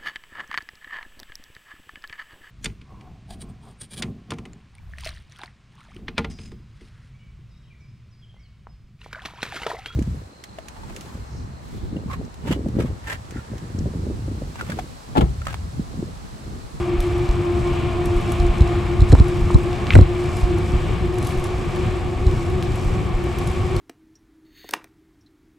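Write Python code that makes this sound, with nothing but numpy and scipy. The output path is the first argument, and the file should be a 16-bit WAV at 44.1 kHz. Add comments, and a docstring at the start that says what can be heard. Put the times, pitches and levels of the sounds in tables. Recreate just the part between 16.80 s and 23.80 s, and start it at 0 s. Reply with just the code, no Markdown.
"""A bicycle rolls through a long tunnel with a camera on its handlebar. From the start both treads
hum, throbbing with each wheel turn, in a road roar that swells with the pedalling; grit ticks off
the tyres. Bumps rock the camera and rattle its mount, hardest near 2.3 and 3.2 s, where they knock
through the frame and overload the microphone. From about 4 s the hum sinks into the tunnel's echo,
and the ride goes on over sand, stones and a few lighter bumps."""
import sys
import numpy as np
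from scipy import signal
from scipy.fft import rfft, irfft
from scipy.io import wavfile

SR = 44100
rng = np.random.default_rng(int(sys.argv[2]) if len(sys.argv) > 2 else 0)


def output_pcm(signal):
    """Save a mono or channel-first signal as 16-bit PCM at the path in sys.argv[1].

    Samples are clipped to [-1, 1] before scaling.
    """
    pcm = np.clip(np.atleast_2d(signal).T, -1, 1) * 32767
    wavfile.write(sys.argv[1], SR, np.round(pcm).astype(np.int16))


N = 308700
TIME = np.arange(N) / SR

# Coarseness of the road surface. Each row: time in seconds, base level of the roar in dB.
ROAD = [(0.0, -34.5), (0.35, -34.5), (0.84, -34.5), (1.87, -32.5), (2.26, -34), (3.1, -33.5), (3.33, -34),
        (3.9, -33.5), (4.37, -34.5), (5.09, -33), (5.3, -35.5), (7.0, -33.5)]


def gain_of(db):
    """Decibels to amplitude."""
    return 10 ** (np.asarray(db) / 20)


def unit_rms(x):
    """Scales to rms 1."""
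    return x / np.sqrt(np.mean(x ** 2) + 1e-20)


def value_at(points, hz):
    """Reads a curve on a log-frequency axis."""
    f, value = np.transpose(points)
    return np.interp(np.log(hz + 1), np.log(f + 1), value)


def curves(rows):
    """One value per sample for each column of a timed table."""
    s, *columns = np.transpose(rows)
    return [np.interp(TIME, s, c) for c in columns]


def swells(rows):
    """Envelope of a series of bell-shaped swells."""
    return sum(gain_of(db) * np.exp(-((TIME - s) / half) ** 2) for s, half, db in rows)


def add(mix, s, sound):
    """Mixes a sound in at s seconds."""
    part = mix[round(s * SR):][:len(sound)]
    part += sound[:len(part)]


def wander(rate):
    """Smooth random drift of rms 1 that changes about rate times a second."""
    hz = np.fft.rfftfreq(N, 1 / SR)
    return unit_rms(irfft(rfft(rng.standard_normal(N)) * np.exp(-.5 * (hz / rate) ** 2), N))


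def stereo(a, b, likeness):
    """Two unrelated signals become left and right with the given likeness."""
    mid, side = np.sqrt((1 + likeness) / 2) * a, np.sqrt((1 - likeness) / 2) * b
    return np.array([mid + side, mid - side])


def noise(spectrum, peaks=()):
    """Stereo noise of rms 1 with the given colour and resonances."""
    # Stereo image, widest in the mids. Each row: frequency in Hz, left-right likeness (1 is mono).
    image = [(30, 0.92), (120, 0.9), (250, 0.68), (500, 0.8), (1100, 0.68), (2300, 0.72), (4500, 0.75),
             (8000, 0.93), (14000, 1)]
    hz = np.fft.rfftfreq(N, 1 / SR)
    a, b = rfft(rng.standard_normal((2, N)))
    resonance_db = sum(db * np.exp(-2 * ((hz - f) / width) ** 2) for f, width, db in peaks)
    colour = gain_of(value_at(spectrum, hz) + resonance_db)
    return unit_rms(irfft(stereo(a, b, value_at(image, hz)) * colour, N))


def patter(spectrum, per_s):
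    """Many tiny random impacts of the given colour; rms 1."""
    hits = rng.standard_normal(N) * (rng.random(N) < per_s / SR)
    colour = gain_of(value_at(spectrum, np.fft.rfftfreq(N, 1 / SR)))
    return unit_rms(irfft(rfft(hits) * colour, N))


def strike(modes, contact_s, pitch=1):
    """A brief scraping contact rings modes that swell for an instant and die; peak 1."""
    t = TIME[:2048]
    force = rng.standard_normal(len(t)) * np.exp(-t / contact_s)
    sound = np.zeros(len(t))
    for hz, width, db in modes:
        ring = t * np.exp(-np.pi * width * t) * np.sin(2 * np.pi * hz * pitch * t)
        sound += gain_of(db) * unit_rms(signal.fftconvolve(force, ring)[:len(t)])
    return sound / abs(sound).max()


def rebounding(hits, modes, contact_s, within_s, scatter):
    """Each hit is followed by three weaker rebounds at chance moments, slightly scattered in pitch."""
    out = np.zeros(N)
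    for s, db in hits:
        delays, pitches = rng.random(3), 1 + scatter * (rng.random(4) - .5)
        add(out, s, gain_of(db) * strike(modes, contact_s, pitches[0]))
        for delay, pitch in zip(delays, pitches[1:]):
            rebound_db = db - 15 - 3.2 * delay
            add(out, s + within_s * delay, gain_of(rebound_db) * strike(modes, contact_s, pitch))
    return out


def tunnel(x, wet_db):
    """Direct sound plus the tunnel's diffuse tail, which hangs on longest in the bass."""
    # Decay of the tunnel. Each row: frequency in Hz, time to fall 60 dB in seconds.
    decay = [(200, 2.7), (1000, 0.23), (4000, 0.86), (8000, 0.24), (11000, 0.067), (15000, 0.16)]
    hz, t, bands = signal.stft(rng.standard_normal((2, 2 * SR)), SR, nperseg=256)
    fade = gain_of(-60 * t / value_at(decay, hz)[:, None])
    tail = signal.istft(bands * fade, SR, nperseg=256)[1]
    tail = stereo(*tail, likeness=0.48) * (1 - np.exp(-TIME[:tail.shape[1]] / 0.00073))
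    tail /= np.linalg.norm(tail[0])
    return x + gain_of(wet_db) * signal.fftconvolve(x[None], tail, axes=1)[:, :N]


def echoed_tone(cycles, spread_hz):
    """A tone that arrives over many moving paths, each with its own Doppler shift."""
    phase = 2 * np.pi * cycles
    return unit_rms(wander(spread_hz) * np.cos(phase) + wander(spread_hz) * np.sin(phase))


def drone():
    """A faint, smeared tone grows, then holds."""
    hz, full_db, rise_db_per_s, full_s = 508, -46, 3, 4.4
    level_db = full_db - rise_db_per_s * np.maximum(full_s - TIME, 0)
    return gain_of(level_db) * echoed_tone(hz * TIME, spread_hz=25)


def rumble():
    """Frame and wind rumble, heavier on coarse road and a touch louder toward the end."""
    # Low-end colour. Each row: frequency in Hz, relative level in dB.
    colour = [(10, -35), (25, -7), (45, -2), (70, 0), (110, 0), (150, -5.5), (200, -10.5), (280, -15.5),
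              (450, -19), (1000, -79)]
    road_db, = curves(ROAD)
    coarse_db = 0.69 * (road_db - road_db.mean())
    rise_db = 0.19 * (TIME - TIME.mean())
    return gain_of(-23 + coarse_db + rise_db + 1.66 * wander(7.2)) * noise(colour)


def road_roar():
    """Road noise fills the tunnel and swells as each pedal stroke presses the tyre down harder."""
    # Colour of the roar. Each row: frequency in Hz, relative level in dB.
    colour = [(150, 1.5), (420, -13), (570, 1.5), (800, 3), (980, -1.5), (1400, -4.5), (1950, -11),
              (2700, -7.5), (3400, -11), (4500, -17.5), (6200, -41), (9000, -51), (15000, -53)]
    # Resonances of tyre and contact patch. Each row: centre in Hz, width in Hz, lift in dB.
    resonances = [(1156, 138, 7), (1780, 210, 4.5), (2258, 350, 7.5)]
    pedal_hz, swell_db, first_top_s = 1.94, 0.5, 0.43
    road_db, = curves(ROAD)
    pedal_db = swell_db * np.cos(2 * np.pi * pedal_hz * (TIME - first_top_s))
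    return gain_of(road_db + pedal_db + .5 * wander(31)) * noise(colour, resonances)


def tyre_hiss():
    """Rubber peels off the road in a flickering hiss, with dust ticking underneath."""
    # Colour of hiss and dust. Each row: frequency in Hz, relative level in dB.
    colour = [(2500, -25), (5000, 3), (6500, -1), (7800, 2), (8900, -5), (11000, -9.5), (13000, -13),
              (15500, -19)]
    # The hiss rises and eases unevenly along the ride. Each row: time in seconds, level in dB.
    fader = [(0, -48.5), (.12, -54.5), (.3, -50.5), (.55, -50.5), (.68, -52), (.87, -50.5), (1.15, -52.5),
             (1.5, -48.5), (1.7, -51), (2.15, -51), (2.45, -49.5), (3.1, -51), (3.28, -52), (3.58, -47),
             (3.73, -52.5), (3.86, -48), (4.3, -53), (4.5, -49.5), (4.75, -50.5), (5.15, -50),
             (5.33, -53.5), (5.58, -49), (5.8, -52.5), (6.03, -48), (6.33, -53.5), (6.55, -49), (7, -50)]
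    hiss_db, = curves(fader)
    flicker_db = .4 * wander(7) + 1.2 * wander(120)
    return gain_of(hiss_db + flicker_db) * (noise(colour) + gain_of(-10.5) * patter(colour, per_s=230))


def sand():
    """The tyres sizzle over sandy patches and spray fine sand against the bicycle."""
    # Patches and sprays. Each row: centre in seconds, half length in seconds, level in dB.
    patches = [(0.985, 0.17, -42), (1.55, 0.25, -44), (4.1, .12, -45), (5.05, 0.13, -46), (6.75, .15, -53)]
    sprays = [(.24, 0.044, -50), (1.55, 0.028, -53), (3.61, 0.046, -48), (4.485, 0.086, -46),
              (4.67, .04, -59)]
    # Their colours. Each row: frequency in Hz, relative level in dB.
    sizzle_colour = [(1000, -40), (1900, -10), (2400, 4), (3300, -2), (4200, -11), (6500, -40),
                     (15000, -44)]
    spray_colour = [(2000, -29), (4000, 11), (6000, -3), (8000, 2), (10800, -4), (12500, -6), (15500, -17)]
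    sizzle = swells(patches) * noise(sizzle_colour)
    spray = swells(sprays) * patter(spray_colour, per_s=6200)
    return sizzle + tunnel(spray, wet_db=-16)


def grit():
    """Stones ping off the bicycle, ricochet and ring on in the tunnel, among many finer grains."""
    # Larger grit flung off the tyres. Each row: start in seconds, relative peak in dB.
    hits = [(.2045, -31), (.2255, -38), (.3795, -45), (1.257, -30.5), (1.366, -43), (1.41, -40),
            (1.5195, -27.5), (1.564, -57), (2.483, -38), (2.833, -41), (3.44, -43), (3.568, -36),
            (3.784, -37), (3.908, -44), (4.342, -43), (4.384, -36), (4.4266, -33), (4.448, -35),
            (4.47, -27.5), (4.491, -37), (4.522, -43), (4.597, -43), (4.6405, -29.5), (4.96, -38),
            (5.701, -43), (5.83, -40), (5.956, -39), (6.045, -44), (6.439, -43), (6.5863, -32.5),
            (6.6724, -30.5), (6.7145, -44), (6.9632, -34)]
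    # Modes of a ping. Each row: frequency in Hz, width in Hz, relative level in dB.
    modes = [(3160, 1600, 1.5), (6100, 1600, 0.5), (8040, 1200, 1), (10550, 2300, 1), (11370, 2200, -3),
             (14400, 6100, -8)]
    stones = gain_of(5.5) * rebounding(hits, modes, contact_s=0.0035, within_s=0.12, scatter=0.14)
    grains = np.zeros(N)
    for when, size, pitch in rng.random(size=(130, 3)):
        ping = strike(modes, contact_s=0.0015, pitch=0.56 + .45 * pitch)
        add(grains, when * N / SR, gain_of(-54 + 9 * size ** 2) * ping)
    return tunnel(stones + grains, wet_db=-7)


def stone_snaps():
    """A stone pinched out by the tyre gives one broad click, and the tunnel answers."""
    # Each row: start in seconds, dry peak in dB, tilt of the colour in dB per octave.
    snaps = [(.2045, -21, 2), (.5123, -24, 3), (2.5712, -25, 4), (2.9305, -23, 0), (2.9625, -26, -2),
             (3.0435, -29, 4), (3.0692, -17, -4), (5.5133, -26, 4), (5.8262, -17.5, -1.5)]
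    # Colour of a click. Each row: frequency in Hz, relative level in dB.
    colour = [(30, -60), (500, -25), (1500, -4), (2800, 3), (4200, -1), (7000, -9), (11000, -19),
              (15500, -24.5)]
    out, hz = np.zeros(N), abs(np.fft.fftfreq(1024, 1 / SR))
    for s, db, tilt in snaps:
        log_gain = np.log(gain_of(value_at(colour, hz) + tilt * np.log2(np.maximum(hz, 500))))
        # minimum phase packs the energy into the attack
        click = np.fft.ifft(np.exp(np.conj(signal.hilbert(log_gain)))).real
        add(out, s, gain_of(db) * click / abs(click).max())
    return tunnel(out, wet_db=-3.5)


def mount_creaks():
    """Under strain the mount creaks in tiny, bright slips right at the microphone."""
    # Each row: start in seconds, length in seconds, level in dB.
    creaks = [(1.66, 0.014, -44), (1.779, 0.0092, -41), (1.871, .012, -44), (2.28, 0.034, -44),
              (2.319, 0.011, -34), (2.349, .006, -36), (2.37, 0.041, -47), (2.703, 0.023, -44),
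              (2.726, 0.034, -44), (3.09, .008, -47), (3.113, 0.066, -40.5), (3.149, 0.0084, -32),
              (3.158, 0.043, -41), (3.2, .009, -45)]
    # Colour of the slips. Each row: frequency in Hz, relative level in dB.
    colour = [(700, -10), (1500, -11), (2600, -21), (3500, 4), (5400, 0), (6200, 0), (7600, 3.5),
              (8700, 1.5), (9600, -8), (12000, -13), (15500, -13)]
    strain = np.zeros(N)
    for s, length, db in creaks:
        add(strain, s, gain_of(db) * np.sin(np.pi * np.arange(0, 1, 1 / (length * SR))))
    return strain * patter(colour, per_s=7000)


def mount_rattles():
    """Bumps clink the mount's metal bracket, a little differently at each microphone port."""
    # Each row: start in seconds, relative peak in dB.
    clinks = [(.49, -28), (1.6, -24), (1.618, -41), (1.8072, -23), (1.819, -28), (1.877, -34),
              (2.2058, -22.5), (2.219, -23), (2.3183, -22.5), (2.3272, -19), (2.388, -29), (2.3985, -22),
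              (2.7442, -21.5), (3.158, -25), (3.1852, -20), (3.2108, -22), (5.467, -26)]
    # Modes of the bracket. Each row: frequency in Hz, width in Hz, relative level in dB.
    modes = [(1060, 360, 5), (4020, 460, 8.5), (5300, 310, 0), (7260, 910, 0.5), (8400, 730, -5),
             (10000, 500, -9), (12000, 800, -17)]
    mid, side = [rebounding(clinks, modes, contact_s=0.00086, within_s=.018, scatter=0.035)
                 for _ in range(2)]
    return stereo(mid, side, likeness=.85)


def loose_fittings():
    """Loose fittings clack on the frame and chatter through the hardest jolt."""
    # Each row: start in seconds, dry peak in dB, pitch factor.
    clacks = [(2.3208, -19, 0.73), (2.388, -22, 0.59), (2.3518, -9.5, 0.36), (2.7042, -14, 0.45),
              (2.786, -21, .4), (3.1057, -3.5, 0.97), (3.1233, -15, 0.85), (3.134, -16, 1.0),
              (3.1358, -12.5, 1.1), (3.1535, -9.5, 0.78), (3.155, -8, .68), (3.177, -20, 0.53),
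              (6.965, -26, 1.9)]
    # Modes of a fitting. Each row: frequency in Hz at factor 1, width in Hz, relative level in dB.
    modes = [(1600, 650, 9), (2334, 630, 17.5), (2850, 900, 4), (4060, 1000, -13)]
    # Bursts of chatter. Each row: centre in seconds, half length in seconds, level in dB.
    bursts = [(3.11, .005, -31.5), (3.132, 0.012, -33), (3.155, 0.0067, -31), (3.178, .006, -39)]
    # Colour of the chatter. Each row: frequency in Hz, relative level in dB.
    colour = [(50, -70), (700, -22), (1400, -7), (2400, 6), (3100, -3), (4500, -14), (9000, -30)]
    out = np.zeros(N)
    for s, db, pitch in clacks:
        add(out, s, gain_of(db) * strike(modes, contact_s=0.0003, pitch=pitch))
    return tunnel(out + swells(bursts) * patter(colour, per_s=1600), wet_db=-12)


def frame_knocks():
    """In the hardest jolts the wheel knocks through to the frame: a dead, woody blow."""
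    # Each row: start in seconds, peak in dB.
    knocks = [(2.3255, -5), (2.3337, -5.5), (2.339, -4.5), (3.1539, -4.5), (3.1637, -0.5), (3.168, -4.5),
              (3.1896, 3)]
    # Broad, low modes of the frame. Each row: frequency in Hz, width in Hz, relative level in dB.
    modes = [(283, 125, 15), (520, 540, -16), (850, 540, -23)]
    out, t = np.zeros(N), TIME[:SR // 20]
    blow = sum(gain_of(db) * np.exp(-np.pi * width * t) * np.sin(2 * np.pi * hz * t)
               for hz, width, db in modes)
    blow *= 1 - np.exp(-t / 0.00049)
    for s, db in knocks:
        add(out, s, gain_of(db) * blow / abs(blow).max())
    return out


def camera_twists():
    """The landing camera shudders and twangs, pushing one microphone port in and the other out."""
    # Twists in the mount. Each row: centre in seconds, half length in seconds, level in dB.
    twists = [(1.619, .008, -20), (2.229, .011, -11), (2.327, .005, -18), (2.348, .009, -7),
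              (2.414, 0.0084, -5), (2.759, 0.0098, -7), (3.159, 0.0051, -4), (3.179, 0.01, -7),
              (3.205, .008, -15), (3.23, .008, -8), (3.641, .01, -22)]
    # Shudder at the ports. Each row: frequency in Hz, relative level in dB.
    shudder = [(15, -17), (48, 2), (75, 14), (130, 13), (300, -12), (600, -22), (1000, -28), (2000, -47),
               (5000, -77)]
    # Each row: start in seconds, level in dB, pitch in Hz, time to fall 60 dB in seconds.
    twangs = [(1.612, -38, 1060, .05), (2.338, -24, 1060, .04), (2.4092, -14.5, 1060, 0.042),
              (2.753, -15, 1060, .05), (3.1055, -25, 1150, .04), (3.1523, 0.5, 606, 0.027),
              (3.175, -21, 1060, .04), (3.223, -17, 1060, .05)]
    twist, t = swells(twists) * noise(shudder)[0], TIME[:SR // 8]
    attack = 1 - np.exp(-t / 0.00057)
    for s, db, hz, t60 in twangs:
        add(twist, s, attack * gain_of(db - 60 * t / t60) * np.sin(2 * np.pi * hz * t))
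    return np.array([twist, -twist])


def road_bumps():
    """Each bump rocks the camera through a swing or two; harder bumps rock it faster."""
    # Each row: start in seconds, envelope peak in dB.
    bumps = [(0.183, -11), (.489, -8.5), (1.353, -12), (1.597, -7), (1.647, -8), (1.689, -8.5), (1.808, 3),
             (2.193, -7.5), (2.2175, 0.5), (2.3, -3), (2.3302, 12), (2.38, -6), (2.401, 5), (2.613, -8.5),
             (2.745, 3), (3.1396, -2), (3.1603, 13.5), (3.179, 5), (3.1889, 5), (3.211, 4.5), (3.629, -5.5),
             (3.932, -12), (3.952, -7.5), (4.56, -16), (5.464, -3), (6.061, -10.5), (6.338, -11.5)]
    rock_hz, hz_per_db = 97, 4
    out, t = np.zeros(N), TIME[:SR // 4]
    for s, db in bumps:
        hz = rock_hz + hz_per_db * db
        cycles = 1.936 * np.log1p(hz * t / 1.957)  # the swing slows as it dies
        age = cycles / 0.52
        envelope = (age * np.exp(1 - age)) ** 1.7
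        add(out, s, gain_of(db) * envelope * np.sin(2 * np.pi * cycles))
    return out


def tyre_hum():
    """Two treads of slightly different pitch beat inside their echo and throb as the wheels turn."""
    # Riding speed. Each row: time in seconds, tread blocks meeting the road per second.
    speed = [(0, 352.5), (1.15, 352), (1.65, 350), (2.1, 353), (3.75, 356.2), (4.1, 358.7), (4.6, 364.5),
             (5.8, 365), (7, 370)]
    # The hum sinks into its echo. Each row: time in seconds, base level in dB,
    # direct sound over echo in dB, rear tread against front in dB.
    balance = [(0, -24, 11, -12), (1.9, -25.5, 9, -10), (3.75, -25, 6, -9), (4.2, -30, 0, -6),
               (5.4, -29.5, -1, -5), (7, -31.5, -5, -3)]
    # Brief dips in the hum. Each row: centre in seconds, half length in seconds, depth in dB.
    dips = [(1.424, 0.023, 7), (1.757, 0.014, 15), (2.31, 0.083, 6.5), (2.72, 0.067, 1),
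            (3.105, 0.048, 9.5), (3.52, 0.056, 6.5)]
    # The tyre runs out of true. Each row: throbs per turn, depth in dB, crest as a share of a turn.
    throbs = [(1, 3, 0.19), (2, 2, 0.4), (3, 1.2, 0.515)]
    # Tread overtones. Each row: harmonic number, base level in dB, Doppler spread in Hz.
    overtones = [(2, -40.3, 7), (3, -45.7, 7.5), (4, -57, 16)]
    # Fader on the overtones. Each row: time in seconds, lift in dB.
    overtone_lift = [(0, 2), (.2, -7), (.65, 4), (1.3, 4.5), (1.9, 1.5), (2.5, -3), (3.2, -.5), (3.8, 0),
                     (4.25, -4), (4.6, -1), (5.5, -3), (6.3, -1), (7, .5)]
    blocks_per_turn, rear_pitch, rear_overtone_db = 108, .943, -8.5
    tread_hz, = curves(speed)
    hum_db, direct_db, rear_db = curves(balance)
    lift_db, = curves(overtone_lift)

    wheel_turns = np.cumsum(tread_hz) / SR / blocks_per_turn
    throb_db = sum(db * np.cos(2 * np.pi * k * (wheel_turns - crest)) for k, db, crest in throbs)
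    dip_db = sum(db * np.exp(-((TIME - s) / half) ** 2) for s, half, db in dips)
    flutter_db = 1.7 * (.5 - abs(wander(5.5)))
    level = gain_of(hum_db - dip_db + throb_db + flutter_db)

    front_cycles = np.cumsum(tread_hz * (1 + 0.002194 * wander(3.39))) / SR
    rear_cycles = front_cycles * rear_pitch
    far = 1 / np.sqrt(1 + gain_of(direct_db) ** 2)  # near and far share a constant power
    near = gain_of(direct_db) * far
    direct = unit_rms(np.sin(2 * np.pi * front_cycles))
    echo = stereo(*[echoed_tone(front_cycles, spread_hz=11) for _ in range(2)], likeness=0.88)
    rear = gain_of(rear_db) * echoed_tone(rear_cycles, spread_hz=6.6)
    out = level * (near * direct + far * unit_rms(echo) + rear)

    for k, db, spread in overtones:
        cycles = k * front_cycles * 1.008  # echoes from ahead come back slightly sharp
        mid, side = [near * echoed_tone(cycles, spread) + far * echoed_tone(cycles, spread_hz=14)
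                     for _ in range(2)]
        rear = gain_of(rear_overtone_db) * echoed_tone(k * rear_cycles, spread)
        out += gain_of(db + lift_db) * (stereo(mid, side, likeness=0.5) + rear)
    return out


def scene():
    """The mix at the handlebar; hum, roar, drone and rumble lean slightly left."""
    hum_pan, bed_pan = gain_of([[.45], [-.45]]), gain_of([[.55], [-.55]])
    hum = hum_pan * tyre_hum()
    rolling = bed_pan * (road_roar() + drone()) + tyre_hiss() + bed_pan * rumble() + sand()
    jolts = road_bumps() + camera_twists() + frame_knocks()
    hardware = mount_rattles() + loose_fittings() + mount_creaks()
    return hum + rolling + jolts + hardware + grit() + stone_snaps()


def record(dry):
    """The microphone overloads with a rounded knee, dulls the top octave and cuts off above it."""
    ceiling, knee, dull_hz, edge_hz = .94, 5, 13800, 15700
    clipped = dry / (1 + abs(dry / ceiling) ** knee) ** (1 / knee)
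    dulled = signal.sosfilt(signal.butter(2, dull_hz, fs=SR, output="sos"), clipped)
    band_limit = signal.firwin(511, edge_hz, window=("kaiser", 9), fs=SR)
    return signal.oaconvolve(dulled, band_limit[None], "same")


dry = scene()
out = record(dry)
output_pcm(out)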